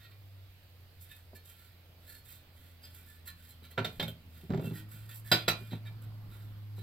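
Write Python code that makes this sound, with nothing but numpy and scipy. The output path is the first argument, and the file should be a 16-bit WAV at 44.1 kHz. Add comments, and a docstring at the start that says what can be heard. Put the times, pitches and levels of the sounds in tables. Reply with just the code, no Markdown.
"""A thin metal ring is rubbed in the fingers in a small workshop, over an engine drone outside that slowly sags.
Then the ring is set on a steel pot with a run of knocks, and the pot bumps on the wooden bench.
Something drags in jerks over the bench as the engine revs up; two harder knocks follow, and road roar swells late.
Knocks and jolts excite decaying modes, strokes are grainy friction through the metal's modes,
the engine is three wavering sines, and the road and the room air are shaped noise."""
import sys
import numpy as np
from scipy import signal
from scipy.fft import rfft, irfft, next_fast_len
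from scipy.io import wavfile
from scipy.ndimage import uniform_filter1d

SR = 44100
rng = np.random.default_rng(int(sys.argv[2]) if len(sys.argv) > 2 else 0)


def wav_record(signal):
    """Record a signal, one row per channel, as 16-bit PCM in the file named by sys.argv[1]."""
    frames = np.transpose(np.atleast_2d(signal))
    bounded = np.clip(frames, -1, 1)
    # unit amplitude maps onto the largest positive 16-bit level
    quanta = np.round(bounded * 32767).astype(np.int16)
    wavfile.write(sys.argv[1], SR, quanta)


N = 300850

# Modes of ring and pot together. Each row: pitch in Hz, relative level in dB, free ring time (t60) in seconds.
METAL_MODES = [(540, -8, .1), (615, 0, .1), (712, -7, .07), (1090, -16, .22), (1367, -5, .1),
               (1403, -7, .09), (1507, -8, .19), (1745, -8, .15), (1870, -14, .15), (1975, -9, .12),
               (2215, -12, .14), (2345, -10, .15), (2110, -12, .1), (2417, -31, .75), (2560, -11, .14),
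               (2690, -12, .14), (2845, -17, .5), (3165, -8, .15), (3385, -16, .3), (3478, -9, .13),
               (3607, -8, .11), (3680, -9, .11), (3930, -12, .1), (3973, -13, .17), (4080, -11, .16),
               (4310, -12, .15), (4890, -7, .09), (5910, -4, .12), (7520, -4, .09)]
# Modes of the wooden bench top. Each row: pitch in Hz, relative level in dB, free ring time (t60) in seconds.
BENCH_MODES = [(113, -1, .25), (167, 3.5, .2), (222, -6, .17), (272, -9, .15), (388, -7, .12)]


def amp(db):
    """Decibels to gain."""
    return 10 ** (np.asarray(db) / 20)


def evened(x):
    """Scales to rms 1."""
    return x / np.sqrt(np.mean(x ** 2) + 1e-20)


def read(points, hz):
    """Reads a curve of (Hz, value) points on a log-frequency axis."""
    f, value = np.transpose(points)
    return np.interp(np.log(hz + 1), np.log(f + 1), value)


def follow(s, values):
    """Draws straight lines through values at times s, over the whole scene."""
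    return np.interp(np.arange(N) / SR, s, values)


def above(hz, corner_hz, order):
    """Gain that climbs to 1 above the corner."""
    ratio = (hz / corner_hz) ** order
    return ratio / (1 + ratio)


def below(hz, corner_hz, order):
    """Gain that is 1 well below the corner and falls away above it."""
    return 1 / (1 + (hz / corner_hz) ** order)


def add(mix, s, sound):
    """Mixes a sound in at time s."""
    part = mix[round(s * SR):][:len(sound)]
    part += sound[:len(part)]


def shaped(x, gain):
    """Filters by a function of frequency."""
    size = next_fast_len(x.shape[-1])
    spectrum = rfft(x, size) * gain(np.fft.rfftfreq(size, 1 / SR))
    return irfft(spectrum, size)[..., :x.shape[-1]]


def wander(rate_hz, count):
    """Slow random curves of about rms 1."""
    steps = np.arange(0, N / SR + 1, .25 / rate_hz)
    slow = uniform_filter1d(rng.standard_normal((count, len(steps))), size=4, axis=1)
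    return [follow(steps, evened(row)) for row in slow]


def modes(table, favoured_hz=(), boost_db=0., ring=0.85):
    """Half a second of decaying sines from chance phases; a grip leaves them a share (ring) of the free ring time."""
    hz, db, t60 = np.transpose(table)[:, :, None]
    t = np.arange(SR // 2) / SR
    for centre in favoured_hz:  # modes near a favoured pitch ring louder
        db = db + boost_db * np.exp(-(np.log(hz / centre) / .014) ** 2)
    db = db + 1.5 * rng.standard_normal(hz.shape)  # no two blows alike
    decay = amp(db - 60 * t / (t60 * ring))
    rings = decay * np.sin(2 * np.pi * (hz * t + rng.random(hz.shape)))
    return rings.sum(0) / np.sqrt(len(table))


def soft(sound, rise_s):
    """Eases an onset in: a heavy body takes a moment to start moving."""
    return sound * (1 - np.exp(-np.arange(len(sound)) / SR / rise_s))


def knocks():
    """Each contact is a quick run of bounces into the metal, a jolt to the bench and a chattering crack."""
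    # Metal on metal. Each row: start in seconds, metal gain in dB, bench gain in dB, crack gain in dB,
    # treble lift of the crack in dB, share of the free ring time that the grip allows,
    # then the pitches in Hz of the modes struck squarely.
    contacts = [(3.775, -27.5, -28, -33, -21, 0.66, 1367, 2345, 1507, 540),
                (3.844, -24, -35.5, -39, 2, 0.55, 3607, 3680),
                (3.995, -26, -35, -35, -5, 0.56, 3165, 4080, 3478, 3680),
                (4.023, -28, -28.5, -43, 5.5, 0.44, 3680, 540, 2215),
                (4.077, -32.5, -35.5, -45, 35, 0.34, 3165, 3980, 540, 3478),
                (5.314, -14, -22, -21.5, 3.5, 0.9, 4890, 1507, 718, 3930),
                (5.478, -13.5, -30.5, -26.5, 6.5, 0.72, 1380, 2417, 3950)]
    # Spectrum of the crack. Each row: frequency in Hz, relative density in dB per Hz.
    crack_spectrum = [(250, -2.5), (620, -3), (950, -7), (1500, -8.5), (3800, -11.5), (8000, -20)]
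    bounce_s = .009  # time scale of the bounces and of the crack
    dulling = 1  # dB lost by the upper modes for each dB that a blow is softer than the hardest
    hardest_db = max(row[1] for row in contacts)
    out, t = np.zeros(N), np.arange(8192) / SR
    for s, metal_db, bench_db, crack_db, treble_db, ring, *square_hz in contacts:
        metal = soft(modes(METAL_MODES, square_hz, boost_db=13.0, ring=ring), rise_s=.0016)
        dull_db = dulling * (metal_db - hardest_db)
        metal = shaped(metal, lambda hz: amp(dull_db * above(hz, 5500, 8)))
        for size, delay in zip((.2, 1, .35, .25), (0, .3, 1.0, 2.1)):  # a graze, the blow, two rebounds
            add(out, s + delay * bounce_s * rng.uniform(.8, 1.0), size * amp(metal_db) * metal)

        add(out, s, amp(bench_db) * soft(modes(BENCH_MODES), rise_s=.008))

        noise = rng.standard_normal(len(t))
        crack = shaped(noise, lambda hz: amp(read(crack_spectrum, hz) + treble_db * above(hz, 5000, 4)))
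        chatter = amp(3.5 * evened(uniform_filter1d(rng.standard_normal(len(t)), size=60)))
        swell = (1 - np.exp(-t / (.15 * bounce_s))) ** 2
        fade = np.exp(-t / (1.83 * bounce_s))
        add(out, s + .1 * bounce_s, amp(crack_db) * evened(crack) * chatter * swell * fade)
    return out


def bumps():
    """The pot bumps and drags in jerks on the bench: each jolt feeds its modes, a dull edge and a faint metal tick."""
    # Pot on bench. Each row: start in seconds, gain in dB, gain of the dry woody edge in dB relative to that.
    jolts = [(1.332, -71, 21.5), (3.622, -52, -4.5), (3.796, -22, -20), (4.434, -39, -18), (4.494, -36, -9),
             (4.504, -23, -9), (4.522, -24, -24), (4.535, -27, -3), (4.546, -21, -17), (4.575, -22, -17),
             (4.596, -27, -10), (4.622, -33, -11), (4.643, -30, -12), (4.67, -29, -19), (4.709, -29, -14),
             (5.612, -39, -33), (5.718, -34, -10), (5.731, -29, -9), (6.78, -40, -12)]
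    tick_hz, tick_db = 4020, -19  # the rim tick favours modes near this pitch; its gain relative to the jolt
    out, t = np.zeros(N), np.arange(2048) / SR
    for s, db, edge_db in jolts:
        add(out, s, amp(db) * soft(modes(BENCH_MODES, ring=0.55), rise_s=.003))
        add(out, s, amp(db + tick_db) * modes(METAL_MODES, [tick_hz], boost_db=10, ring=.25))
        edge = shaped(rng.standard_normal(len(t)), lambda hz: below(hz, 520, 2.3))
        add(out, s, amp(db + edge_db) * evened(edge) * soft(np.exp(-t / .009), rise_s=.001))
    return out


def rubbing():
    """Each stroke is grainy friction: it feeds the metal's modes, scuffs, and hisses on the skin."""
    # Fingers and rims sliding. Each row: middle in seconds, length in seconds, metal gain in dB,
    # skin hiss gain in dB, then the pitches in Hz of the modes left free to ring.
    strokes = [(0.034, 0.1, -61, -69.5, 2380), (0.116, 0.022, -62, -71, 2845),
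               (1.032, 0.091, -73.5, -57.5, 3680), (1.117, 0.07, -59, -63, 2845, 2560, 1745, 3680),
               (1.167, .015, -68, -60, 2560), (1.366, 0.045, -58.5, -57, 2330, 1745, 4310),
               (1.495, .15, -68.5, -60, 2310), (2.133, 0.19, -63.5, -58, 4310, 1745),
               (2.32, 0.2, -68, -58, 3680), (2.855, 0.1, -60.5, -61, 4890), (2.989, 0.15, -69, -60.5, 2350),
               (3.117, 0.21, -68, -63.5, 1745), (3.288, 0.09, -54.5, -52.5, 4060, 1745, 1090),
               (3.51, .08, -70, -60, 4080), (3.654, 0.076, -60.5, -66, 3980),
               (3.719, 0.051, -64, -61.5, 4320), (4.663, 0.16, -62.5, -59, 2690),
               (4.78, 0.13, -59, -55, 1870), (4.947, 0.15, -63, -56, 2280),
               (5.113, 0.083, -58, -55.5, 1870), (5.169, 0.12, -75, -53.5, 4160),
               (5.286, 0.12, -60, -55.5, 1760), (5.39, .18, -50, -57, 3385), (5.735, 0.09, -55, -67, 3950),
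               (5.87, .05, -55, -64, 3680, 2345, 1745), (6.033, 0.05, -68, -62),
               (6.335, 0.07, -65, -68, 3950, 1385), (6.799, 0.11, -65, -67, 3950)]
    grain_db = 3  # unevenness of friction from one few-millisecond patch to the next
    lands_s = 3.6  # until then the ring hangs in the fingers
    held_ring, resting_ring = 1.05, .55  # share of the free ring time, in the fingers and near the pot
    out = np.zeros(N)
    for s, length, metal_db, hiss_db, *free_hz in strokes + fidgets(count=14):
        size = round(length * SR)
        patches = evened(uniform_filter1d(rng.standard_normal(size), size=300))
        grip = np.sin(np.pi * np.linspace(0, 1, size) ** .65) ** 2  # quick to grip, slow to let go
        press = grip * evened(amp(grain_db * patches))
        spikes = amp(3 * np.minimum(rng.exponential(1, size), 4))
        friction = evened(rng.standard_normal(size) * spikes)

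        share = held_ring if s < lands_s else resting_ring
        ring = modes(METAL_MODES, free_hz, boost_db=14.0, ring=share)
        ring = shaped(ring, lambda hz: above(hz, 1100, 4) * below(hz, 5300, 8))
        sung = signal.fftconvolve(press * friction, ring / np.linalg.norm(ring))
        scuff = evened(shaped(friction, lambda hz: above(hz, 1500, 2) * below(hz, 6000, 4)))
        hiss = evened(shaped(friction, lambda hz: above(hz, 8500, 3) * below(hz, 15000, 4)))
        dry_rub = press * (amp(metal_db - 19) * scuff + amp(hiss_db) * hiss)

        start = s - .42 * size / SR  # the strongest press comes before halfway
        cut = max(round(-start * SR), 0)  # a stroke already under way at the start loses its head
        add(out, max(start, 0), amp(metal_db) * sung[cut:])
        add(out, max(start, 0), dry_rub[cut:])
    return out


def fidgets(count):
    """Stroke rows for faint shifts of grip, one somewhere in each equal share of the handling time."""
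    from_s, to_s, length_s, metal_db, hiss_db = 1.05, 6.4, .3, -71, -67
    starts = from_s + (to_s - from_s) * (np.arange(count) + rng.random(count)) / count
    return [(s, length_s, metal_db, hiss_db) for s in starts]


def engine():
    """The firing tone and two faint overtones, wavering in pitch and strength."""
    # Engine outside. Each row: time in seconds, firing rate in Hz, level in dB,
    # strain as the level of the third harmonic in dB relative to that.
    revs = [(0, 101, -61, -30), (.3, 98, -56.5, -31.5), (.7, 90.5, -60.5, -33), (1.6, 87.5, -63.5, -21.5),
            (2.298, 86.5, -63.5, -17.5), (4.421, 81.5, -58, -15.5), (4.75, 104, -54.5, -9.5),
            (5.2, 109.5, -51, -34), (5.898, 109, -49, -30), (6.499, 104, -48.5, -28),
            (6.82, 104, -45.5, -33)]
    second_db = -1  # second harmonic relative to the third
    waver_hz, waver_db = 9, 1.8  # unsteadiness of the drone
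    s, *columns = np.transpose(revs)
    hz, level_db, strain_db = (follow(s, column) for column in columns)
    levels_db = level_db, level_db + strain_db + second_db, level_db + strain_db
    jitter, *wavers = wander(waver_hz, count=4)
    turns = np.cumsum(hz * (1 + 0.00488 * jitter)) / SR
    lead = np.array([[.3], [0]])  # radians: the drone reaches the left port first
    out = np.zeros((2, N))
    for k, (db, waver) in enumerate(zip(levels_db, wavers), 1):
        out += np.sqrt(2) * amp(db + waver_db * waver) * np.sin(2 * np.pi * k * turns + lead)
    return out


def road():
    """Distant traffic: dark, patchy noise that follows a slow level curve."""
    # Swell of the road roar. Each row: time in seconds, level in dB.
    swell = [(0, -74.5), (.45, -84.5), (3.398, -68.5), (5.899, -59.5), (6.4, -59), (6.7, -65.5)]
    # Spectrum of the road roar. Each row: frequency in Hz, relative density in dB per Hz.
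    roar_spectrum = [(40, 5), (150, 10), (400, -10), (1400, -10), (3000, -35), (8000, -51)]
    return amp(follow(*np.transpose(swell))) * diffuse(roar_spectrum, patchy_db=3.5)


def room_air():
    """The room's steady bed of noise, with only slight drifting patches."""
    # Spectrum of the room air. Each row: frequency in Hz, relative density in dB per Hz.
    air_spectrum = [(25, -7), (50, 1), (100, 6), (200, -13.5), (600, -11.5), (1000, -18), (2000, -16),
                    (4200, -16.5), (8000, -25.5), (16000, -20)]
    return amp(-64) * diffuse(air_spectrum, patchy_db=1.37)


def diffuse(spectrum, patchy_db):
    """Two-channel noise of rms 1 with drifting patches, alike in the bass as long waves are."""
    # Left-right likeness of distant sound. Each row: frequency in Hz, likeness from 0 to 1.
    likeness = [(130, 0.98), (290, 0.96), (640, 0.42), (1400, 0.32), (3000, 0)]
    frames, hz = N // 256 + 5, np.fft.rfftfreq(1024, 1 / SR)
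    a, b, c, d, patches = rng.standard_normal((frames, 513, 5)).T
    patches = uniform_filter1d(uniform_filter1d(patches, size=12, axis=0), size=14, axis=1)
    same = read(likeness, hz)[:, None]
    left, other = a + 1j * b, c + 1j * d
    z = np.array([left, same * left + np.sqrt(1 - same ** 2) * other])
    z *= amp(read(spectrum, hz)[:, None] + patchy_db * evened(patches))
    return evened(signal.istft(z, nperseg=1024, noverlap=768)[1][:, :N])


def shop(x):
    """The workshop's tail: sparse taps of random sign, each band dying at its own speed."""
    # Reverberation of the workshop. Each row: frequency in Hz, decay time (t60) in seconds.
    decay = [(200, 0.36), (1500, 0.22), (5000, 0.22), (14000, 0.1)]
    taps = np.zeros((2, SR // 2))
    starts = np.arange(160, SR // 2 - 20, 20)  # one tap at a chance place in every 20 samples
    at = starts + rng.integers(0, 20, (2, len(starts)))
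    np.put_along_axis(taps, at, rng.choice([-1., 1.], at.shape), 1)
    hz, t, z = signal.stft(taps, SR, nperseg=256)
    fade = amp(-60 * t / read(decay, hz)[:, None])
    tail = signal.istft(z * fade, SR, nperseg=256)[1]
    return signal.fftconvolve(x[None], tail / np.linalg.norm(tail[0]), axes=1)[:, :N]


def scene():
    """Bench-top sounds reach the two ports with a phase lead and a room tail; the rest is distant."""
    # Lead of the left port for bench-top sounds. Each row: frequency in Hz, phase lead in radians.
    phase_lead = [(0, .35), (780, .2), (1350, -4.9), (1980, -6.3), (3500, -7.4), (4800, -5.1), (5770, -7.6),
                  (10200, -19), (16500, -30)]
    handling = knocks() + bumps() + rubbing()
    near = shaped(handling, lambda hz: above(hz, 80, 3))  # small things radiate no deep bass
    left = shaped(near, lambda hz: np.exp(1j * np.interp(hz, *np.transpose(phase_lead))))
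    tail = shop(near)
    # long waves are alike at both ports
    apart = shaped(tail[0] - tail[1], lambda hz: .5 * above(hz, 700, 2))
    wet = amp(-6.5) * (tail.mean(0) + np.outer([1, -1], apart))
    return np.array([left, near]) + wet + engine() + road() + room_air()


def record(dry):
    """Port resonances of the microphones, the right one more exposed; then the band limit."""
    # Port resonances. Each row: frequency in Hz, gain in dB.
    resonances = [(5000, 3.5), (5500, -3), (6800, -3.5), (8000, 1.5), (10400, -5), (11800, 7), (15500, 1)]
    # Balance of the two ports. Each row: frequency in Hz, left minus right in dB.
    balance = [(100, -.7), (700, -2.5), (1300, -4.5), (2400, -4), (4400, -2.5), (8100, -4), (13000, -7)]
    edge_hz = 15900
    coloured = shaped(dry, lambda hz: amp(read(resonances, hz) + np.outer([.5, -.5], read(balance, hz))))
    band_limit = signal.firwin(511, edge_hz, window=("kaiser", 9), fs=SR)
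    return signal.oaconvolve(coloured, band_limit[None], "same")


dry = scene()
out = record(dry)
wav_record(out)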